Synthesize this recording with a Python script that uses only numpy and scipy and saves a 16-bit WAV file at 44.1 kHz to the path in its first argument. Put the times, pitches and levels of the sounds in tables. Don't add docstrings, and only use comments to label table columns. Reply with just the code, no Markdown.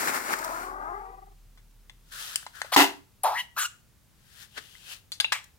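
import sys
import numpy as np
from scipy import signal
from scipy.fft import rfft, irfft
from scipy.io import wavfile
from scipy.ndimage import uniform_filter1d

SR = 44100
rng = np.random.default_rng(int(sys.argv[2]) if len(sys.argv) > 2 else 0)


def put_to_file(sound):
    columns = np.atleast_2d(sound).T
    safe = np.clip(columns, -1, 1)
    whole_steps = np.round(safe * 32767)
    wavfile.write(sys.argv[1], SR, whole_steps.astype(np.int16))


N = 246078
T = np.arange(N) / SR


def undb(db):
    return 10 ** (np.asarray(db) / 20)


def unit(x):
    return x / np.sqrt(np.mean(x ** 2) + 1e-20)


def follow(table):
    s, *columns = np.transpose(table)
    at = np.flatnonzero((T >= s.min()) & (T <= s.max()))
    return at, [np.interp(T[at], s, c) for c in columns]


def around(s, size):
    steps = np.arange(size) - size // 2
    return int(s * SR) + steps, steps / SR


def lay(at, x):
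    return np.bincount(at, x, N)[:N]


def stroke(t, rise_s, hold_s, fall_s, sag_db_per_s=0):
    outside = np.maximum(-t, 0) / rise_s + np.maximum(t - hold_s, 0) / fall_s
    return -30 * outside - sag_db_per_s * np.clip(t, 0, hold_s)


def ease(x, first, last):
    return first + (last - first) * (1 + np.tanh(x / 2)) / 2


def colour(x, points, size=4096):
    hz, db = np.transpose(points)
    f = np.log(np.maximum(np.arange(size // 2 + 1), .5) * SR / size)
    outside = np.maximum(np.log(hz[0]) - f, 0) + np.maximum(f - np.log(hz[-1]), 0)
    log_gain = np.log(undb(np.interp(f, np.log(hz), db))) - 2 * outside
    cepstrum = irfft(log_gain)
    cepstrum[1:size // 2] *= 2
    cepstrum[size // 2 + 1:] = 0
    response = irfft(np.exp(rfft(cepstrum)))
    return unit(signal.oaconvolve(x, response)[:len(x)])


def band(x, low_hz, high_hz):
    sos = signal.butter(3, [low_hz, high_hz], "band", fs=SR, output="sos")
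    return signal.sosfilt(sos, x)


def wander(count, hz):
    return unit(signal.sosfilt(signal.butter(2, hz, fs=SR, output="sos"), rng.standard_normal(count)))


def whistle(hz, width_hz):
    n = len(hz)
    slow_noise = wander(n, width_hz) + 1j * wander(n, width_hz)
    carrier = np.exp(2j * np.pi * np.cumsum(hz) / SR)
    return unit((slow_noise * carrier).real)


def grains(count, rate, spread_db, hiss):
    clicks = (rng.random(count) < rate / SR) * rng.choice([-1, 1], count)
    sizes = undb(spread_db * np.minimum(rng.exponential(size=count), np.pi))
    return unit(unit(clicks * sizes) + hiss * rng.standard_normal(count))


def room_tone(level_db=-62, shared_db=-2, own_db=-2):
    # (frequency [Hz], level [dB])
    tone_colour = [(15, -39), (25, -8), (117, -7), (301, -22), (714, -29), (796, -27.5), (1230, -28.5),
                   (1840, -30.5), (16000, -34.5)]
    shared, *own = (colour(rng.standard_normal(N), tone_colour) for _ in range(3))
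    return undb(level_db) * (undb(shared_db) * shared + undb(own_db) * np.array(own))


def throb(hz=36.9, level_db=-50.5, full_s=.8):
    db = level_db + stroke(T - full_s, rise_s=1.24, hold_s=1.36, fall_s=.2, sag_db_per_s=6)
    return unit(np.sin(2 * np.pi * hz * T)) * undb(db)


def sputter(sag_db_per_s=17):
    # (time [s], crackle level [dB], spray level [dB], rise [s], hold [s], fall [s])
    spurts = [(0, -31, -32.5, .02, 0.047, 0.2), (0.082, -25, -31, 0.082, 0.007, 0.099),
              (0.147, -28, -32.5, 0.071, 0.016, 0.12), (0.257, -37.5, -41, 0.6, 0.38, 0.21),
              (0.33, -25.5, -33.5, .14, 0.0046, .04), (0.388, -55, -37.5, 0.014, 0.0045, 0.018),
              (0.445, -54, -34.5, 0.011, 0.0031, 0.017), (0.817, -57.5, -66.5, .1, 0.18, 0.38)]
    # (frequency [Hz], level [dB])
    crackle_colour = [(130, -22), (290, -8.5), (550, -8), (950, -2.5), (1400, -1.5), (2200, -6.5),
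                      (3100, -21.5), (5000, -30)]
    spray_colour = [(2500, -8), (4300, 5.5), (6500, 6), (12000, 4), (16000, 5.5)]
    t, power = T[:2 * SR], 0
    for s, crackle_db, spray_db, *shape in spurts:
        peaks = undb([crackle_db, spray_db])
        envelope = undb(stroke(t - s, *shape, sag_db_per_s))
        power = power + np.outer(peaks, envelope) ** 2
    crackle_gain, spray_gain = np.sqrt(power)
    crackle = colour(grains(len(t), rate=900, spread_db=1.0, hiss=.35), crackle_colour)
    spray = colour(grains(len(t), rate=1600, spread_db=2.5, hiss=0.8), spray_colour)
    return lay(np.arange(len(t)), crackle * crackle_gain + spray * spray_gain)


def pops(glide_s=0.0034, skirt_db=-14):
    # (time [s], ring level [dB], starting pitch [Hz], glide [octaves], ring t60 [s],
    # crack level [dB], crack centre [Hz], crack t60 [s])
    bubbles = [(.084, -24, 1560, 0.57, 0.0027, -31, 3100, 0.016),
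               (0.332, -18, 1300, 0, 0.011, -37, 2980, 0.008),
               (0.338, -10, 1530, 0.5, 0.0055, -25, 3000, 0.01),
               (1.574, -57, 1050, 0, 0.033, -57, 1930, 0.11),
               (1.897, -31, 3270, 0.46, 0.0059, -41.5, 2040, 0.021),
               (2.3582, -17.5, 2916, 0.2, 0.011, -7.5, 9100, 0.0056),
               (2.429, -36, 1590, 0.012, 0.011, -47, 3500, 0.017),
               (2.465, -26.5, 936, 0, 0.017, -35.5, 1860, 0.036),
               (2.617, -11, 1555, 0.74, 0.0042, -22.5, 2970, 0.013),
               (2.646, -28, 570, 0, 0.013, -38.5, 1000, 0.055),
               (2.7262, -10.5, 790, 0.064, 0.0058, -26, 1504, 0.0091),
               (2.7622, -4.5, 940, 0.17, 0.015, -7.5, 1700, 0.0067),
               (4.752, -39.5, 1950, 0.12, 0.019, -58, 3003, .02),
               (5.119, -25, 3300, 0.24, 0.011, -27.5, 10600, 0.011),
               (5.123, -25, 3980, 0.27, 0.033, -39.5, 4360, 0.15),
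               (5.201, -11.5, 2980, 0.8, 0.037, -20, 3000, 0.032),
               (5.2035, -25, 1613, 0.032, 0.054, -42, 900, 0.12),
               (5.205, -23, 8040, 0.74, 0.029, -35, 7000, 0.067),
               (5.245, -11.5, 2650, 0.1, 0.027, -42, 1480, 0.016),
               (5.2468, -32, 854, 0.092, 0.034, -44, 1597, 0.018),
               (5.25, -18, 3480, 0.21, 0.028, -43, 4000, .02),
               (5.3217, -18.5, 975, 0.41, 0.019, -21, 2520, 0.079),
               (5.442, -45, 4030, .1, .008, -40.5, 7930, 0.016)]
    t, out = T[:SR // 8], 0
    fall_db = -60 * t
    for s, db, hz, glide, t60, crack_db, crack_hz, crack_t60 in bubbles:
        pitch = hz * 2 ** (glide * (1 - np.exp(-t / glide_s)))
        ring = np.sin(2 * np.pi * np.cumsum(pitch) / SR) * undb(db + fall_db / t60)
        crack_colour = [(crack_hz / 4, skirt_db), (crack_hz, 0), (crack_hz * 4, skirt_db)]
        crack = colour(rng.standard_normal(len(t)), crack_colour)
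        crack = crack * undb(crack_db + fall_db / crack_t60)
        out = out + lay(int(s * SR) + np.arange(len(t)), ring + crack)
    return out


def reed(note, below_db, above_db, floor_db, jitter, shake_hz, shimmer_db, air_db, rush_db,
         rush_width_hz=220, count=6):
    at, (hz, db, cavity_hz, rough) = note
    n = len(at)
    shaken_hz = hz * (1 + jitter * rough * wander(n, shake_hz))
    phase = 2 * np.pi * np.cumsum(shaken_hz) / SR
    tone = 0
    for k in range(1, count + 1):
        octaves = np.log2(k * hz / cavity_hz)
        slope_db = np.where(octaves < 0, -octaves * below_db, octaves ** 2 * above_db)
        cavity_db = np.maximum(slope_db, floor_db)
        shimmer = shimmer_db * rough * wander(n, shake_hz)
        tone = tone + undb(cavity_db + shimmer) * np.sin(k * phase + k * k)
    tone = tone / np.sqrt(uniform_filter1d(tone ** 2, size=500) + 1e-12)
    air_colour = [(300, -23.5), (900, 9.5), (2700, -6.5), (6000, -10.0), (15000, -7)]  # (Hz, dB)
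    air = colour(rng.standard_normal(n) * (1 + np.cos(phase)), air_colour)
    rush = whistle(cavity_hz, rush_width_hz)
    breath = undb(air_db) * air + undb(rush_db) * rush
    return lay(at, (tone + rough * breath) * undb(db))


def slacken(table):
    at, (hz, db) = follow(table)
    cavity_hz = ease((T[at] - 1.005) / .055, 995, 740)
    rough = ease((T[at] - .79) / .11, 0.688, 0.3)
    return at, (hz, db, cavity_hz, rough)


def gurgle(start_s=1.06, full_s=1.17, gap_s=1.3, pulse_hz=22.3):
    # (time [s], pitch [Hz], level [dB])
    first_notes = [(.33, 300, -46), (.44, 317.8, -34), (.58, 337, -35), (.66, 376.4, -39.5),
                   (.975, 411, -41), (1.02, 385.7, -42), (1.23, 390.3, -46), (1.33, 399.4, -60),
                   (1.37, 395, -81)]
    second_notes = [(.38, 220, -57), (.5, 241.5, -51), (.72, 279.8, -42.5), (.87, 313.2, -38),
                    (.94, 396, -38), (1.02, 444, -47), (1.18, 505, -59.5)]
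    first, second = (
        reed(slacken(notes), below_db=-9, above_db=-20, floor_db=-21, jitter=.08, shake_hz=75,
             shimmer_db=9, air_db=-28, rush_db=-25, count=5)
        for notes in (first_notes, second_notes))
    pulses = np.cos(np.pi * pulse_hz * (T - gap_s)) ** 2
    closing = np.interp(T, [start_s, full_s], [0, 1]) * pulses
    return first * (1 - closing) + second


def rub(s, db, rise_s, hold_s, fall_s, tilt_db, pocket_hz, pocket_db, pivot_hz=2500, pocket_width_hz=260):
    # (frequency [Hz], level [dB])
    rub_colour = [(200, -25.5), (700, -12.5), (1100, -11.5), (1550, -3), (2200, -7), (3200, -0.5),
                  (6000, -7), (11000, -10), (16000, -13)]
    at, t = around(s, size=36000)
    tilted = [(hz, level + tilt_db * np.log2(hz / pivot_hz)) for hz, level in rub_colour]
    friction = colour(grains(len(at), rate=1500, spread_db=5.5, hiss=1.0), tilted)
    pocket = whistle(np.full(len(at), pocket_hz), pocket_width_hz)
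    envelope = undb(stroke(t, rise_s, hold_s, fall_s, sag_db_per_s=13))
    return lay(at, (undb(db) * friction + undb(pocket_db) * pocket) * envelope)


def tighten(row, surge_share=0.35, tighten_share=.09):
    start, length, attack, release, db, surge_db, tight_share, *open_and_tight = row
    hz, tight_hz, cavity_hz, tight_cavity_hz, rough, tight_rough = open_and_tight
    at, t = around(start, size=22000)
    share = t / length
    tight = (share - tight_share) / tighten_share
    opening_db = 20 * np.log10(1 - np.exp(-np.maximum(t, 1e-9) / attack))
    surge = surge_db * np.exp(-(share / surge_share) ** 2)
    db = db + opening_db + stroke(t, attack, length, release) + surge
    cavity = 2 ** ease(tight, np.log2(cavity_hz), np.log2(tight_cavity_hz))
    return at, (ease(tight, hz, tight_hz), db, cavity, ease(tight, rough, tight_rough))


def jet(s, db, rise_s, hold_s, fall_s, first_hz, last_hz, width_hz, skirt_db, glide_s=0.007):
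    at, t = around(s, size=14000)
    hz = last_hz + (first_hz - last_hz) * np.exp(-np.maximum(t, 0) / glide_s)
    skirt = colour(rng.standard_normal(len(t)), [(2500, 4), (4500, 3), (15000, -2.5)])
    envelope = undb(db + stroke(t, rise_s, hold_s, fall_s, sag_db_per_s=95))
    return lay(at, (whistle(hz, width_hz) + undb(skirt_db) * skirt) * envelope)


def squeals():
    # (start [s], length [s], attack [s], release [s], level [dB], opening surge [dB],
    # tightening point [share of length], open pitch [Hz], tight pitch [Hz], open cavity [Hz],
    # tight cavity [Hz], open roughness [0-1], tight roughness [0-1])
    openings = [(2.718, .032, 0.0067, 0.011, -24, -0.5, 0.61, 769.5, 1195, 894, 4770, 0.91, 0.95),
                (3.235, .176, 0.0082, 0.015, -29, 13.5, .71, 826.2, 1008, 851, 2900, .6, .25),
                (3.563, 0.07, 0.0095, 0.015, -30, 4.5, .3, 1271, 1483, 1310, 1630, 0.542, 0.53),
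                (3.639, 0.019, 0.0087, 0.017, -25.5, -1, 0.37, 1344, 1398, 1600, 1920, .45, 0.17),
                (5.3203, 0.036, .001, 0.082, -35, 16.5, .5, 852.6, 1240, 1300, 2333, 0.58, 0.93)]
    # (time [s], level [dB], rise [s], hold [s], fall [s], first centre [Hz],
    # last centre [Hz], width [Hz], broad hiss relative to the whistle [dB])
    hisses = [(3.235, -20.5, 0.0021, .001, 0.019, 10740, 10050, 1100, -16.5),
              (3.396, -48, .12, 0.0044, 0.058, 9540, 10600, 1130, 9.5),
              (3.589, -30, 0.026, 0.073, 0.017, 13900, 7260, 760, 0.5),
              (5.326, -29.5, .005, 0.0079, 0.015, 7700, 7950, 424, -20)]
    spit, long, short, squeak, squelch = map(tighten, openings)
    out = reed(spit, below_db=-13, above_db=-18, floor_db=-13, jitter=0.18, shake_hz=340,
               shimmer_db=5, air_db=0.0, rush_db=-9.5)
    out += reed(long, below_db=-7, above_db=-60, floor_db=-28, jitter=.19, shake_hz=290,
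                shimmer_db=4.5, air_db=-11, rush_db=-2.5)
    for note in (short, squeak):
        out += reed(note, below_db=-3, above_db=-19, floor_db=-19, jitter=.26, shake_hz=300,
                    shimmer_db=5, air_db=-10, rush_db=-5)
    out += reed(squelch, below_db=-13.0, above_db=-30, floor_db=-13.5, jitter=0.19, shake_hz=277,
                shimmer_db=0.5, air_db=-8, rush_db=-2)
    out += sum(jet(*row) for row in hisses)
    return band(out, low_hz=660, high_hz=15000)


BURST_S = 2.763


def burst(level_db=-13):
    # (frequency [Hz], level [dB])
    burst_colour = [(59, -41.5), (100, -32), (174, -23.5), (277, -2), (535, -17.5), (891, -1.5),
                    (1200, -12.5), (1360, -10), (1800, -11), (2040, -6.5), (2320, -16.5), (2690, -7.5),
                    (3320, -13), (8280, -24), (16000, -21.5)]
    at, t = around(BURST_S, size=24000)
    tearing = grains(len(at), rate=800, spread_db=2.5, hiss=.45)
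    envelope = undb(level_db + stroke(t, rise_s=.0015, hold_s=0.052, fall_s=0.097))
    return lay(at, colour(tearing, burst_colour) * envelope)


def hollow(ring_db=-21, build_s=.006):
    # (frequency [Hz], level relative to ring_db [dB], t60 [s])
    modes = [(280, 1, .27), (344, -5, .3), (394, -3, .32), (714, -5, .27), (865, -6, .27)]
    t = T[:SR // 2]
    ring = 0
    for hz, db, t60 in modes:
        ring = ring + undb(db - 60 * t / t60) * np.sin(2 * np.pi * (hz * t + rng.random()))
    return lay(int(BURST_S * SR) + np.arange(len(t)), undb(ring_db) * (1 - np.exp(-t / build_s)) * ring)


def place(x, lag_ms, left_db, scatter_db, scatter_t60=0.039, scatter_hz=900, size=2048):
    t = T[:size]
    scatter = rng.standard_normal((2, size)) * undb(-60 * t / scatter_t60)
    scatter = signal.sosfilt(signal.butter(1, scatter_hz, "high", fs=SR, output="sos"), scatter)
    response = undb(scatter_db) * unit(scatter) / np.sqrt(size)
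    response[0, 0] += 1
    response[1, int(lag_ms * SR / 1000)] += 1
    response *= undb(np.array([[left_db], [-left_db]]) / 2) / np.sqrt(1 + undb(2 * scatter_db))
    return signal.oaconvolve(x[None], response, axes=1)[:, :N]


def spread(source, lag_ms, left_db, own_db):
    shared, *own = (source() for _ in range(3))
    both = np.array([shared, np.roll(shared, int(lag_ms * SR / 1000))])
    balance = undb(np.array([[left_db], [-left_db]]) / 2)
    return (both + undb(own_db) * np.array(own)) * balance / np.sqrt(1 + undb(2 * own_db))


def room(x, wet_db=-15, t60=0.3, build_s=0.0035):
    # (frequency [Hz], level [dB])
    room_colour = [(80, -5), (300, 2.5), (1000, -3.5), (3000, -3.5), (8000, -4), (16000, -8)]
    t = T[:SR * 3 // 4]
    envelope = np.exp(-np.log(1000) * t / t60) * (1 - np.exp(-t / build_s))
    tails = np.array([colour(rng.standard_normal(len(t)) * envelope, room_colour) for _ in x])
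    return undb(wet_db) * signal.fftconvolve(x, tails / np.sqrt(len(t)), axes=1)[:, :N]


def scene():
    # (time [s], level [dB], rise [s], hold [s], fall [s], tilt [dB per octave],
    # air pocket [Hz], pocket level [dB], left minus right [dB])
    rubs = [(2.122, -44, 0.018, 0.093, 0.08, 1.6, 1526, -47, 5.5),
            (2.2, -39.5, 0.14, .14, 0.24, 1, 1507, -48, 4.5),
            (2.555, -50.5, 0.044, 0.043, 0.46, 1, 1553, -49.5, 8.5),
            (4.425, -49, 0.3, 0.0086, 0.086, 1, 1660, -56.5, 8.5),
            (4.559, -55, 0.12, 0.25, 0.22, 0.5, 3050, -60, 10),
            (4.58, -36.5, 0.032, 0.0025, 0.031, -4, 1690, -40.5, 7.5),
            (4.923, -40.5, 0.18, 0.009, 0.087, 0, 2785, -47.5, 7)]
    near = spread(sputter, lag_ms=0.39, left_db=5.0, own_db=0)
    near += place(band(pops(), low_hz=640, high_hz=14000), lag_ms=.15, left_db=4.5, scatter_db=-6)
    near += place(gurgle(), lag_ms=.32, left_db=6.3, scatter_db=-12)
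    for *push, left_db in rubs:
        near += spread(lambda: rub(*push), lag_ms=.22, left_db=left_db, own_db=4.6)
    near += place(squeals(), lag_ms=.07, left_db=3, scatter_db=-7)
    near += spread(lambda: band(burst(), low_hz=360, high_hz=15000), lag_ms=.14, left_db=2.5, own_db=1.5)
    thump = undb(-5) * band(burst(), low_hz=40, high_hz=420)
    near += place(hollow() + thump, lag_ms=0, left_db=-4.5, scatter_db=-12)
    near = band(near, low_hz=55, high_hz=15200)
    return near + room(near) + throb() + room_tone()


def record(dry, top_hz=15900):
    clipped = np.clip(dry, -1, 1)
    return signal.sosfilt(signal.ellip(10, .2, 70, top_hz, fs=SR, output="sos"), clipped)


dry = scene()
out = record(dry)
put_to_file(out)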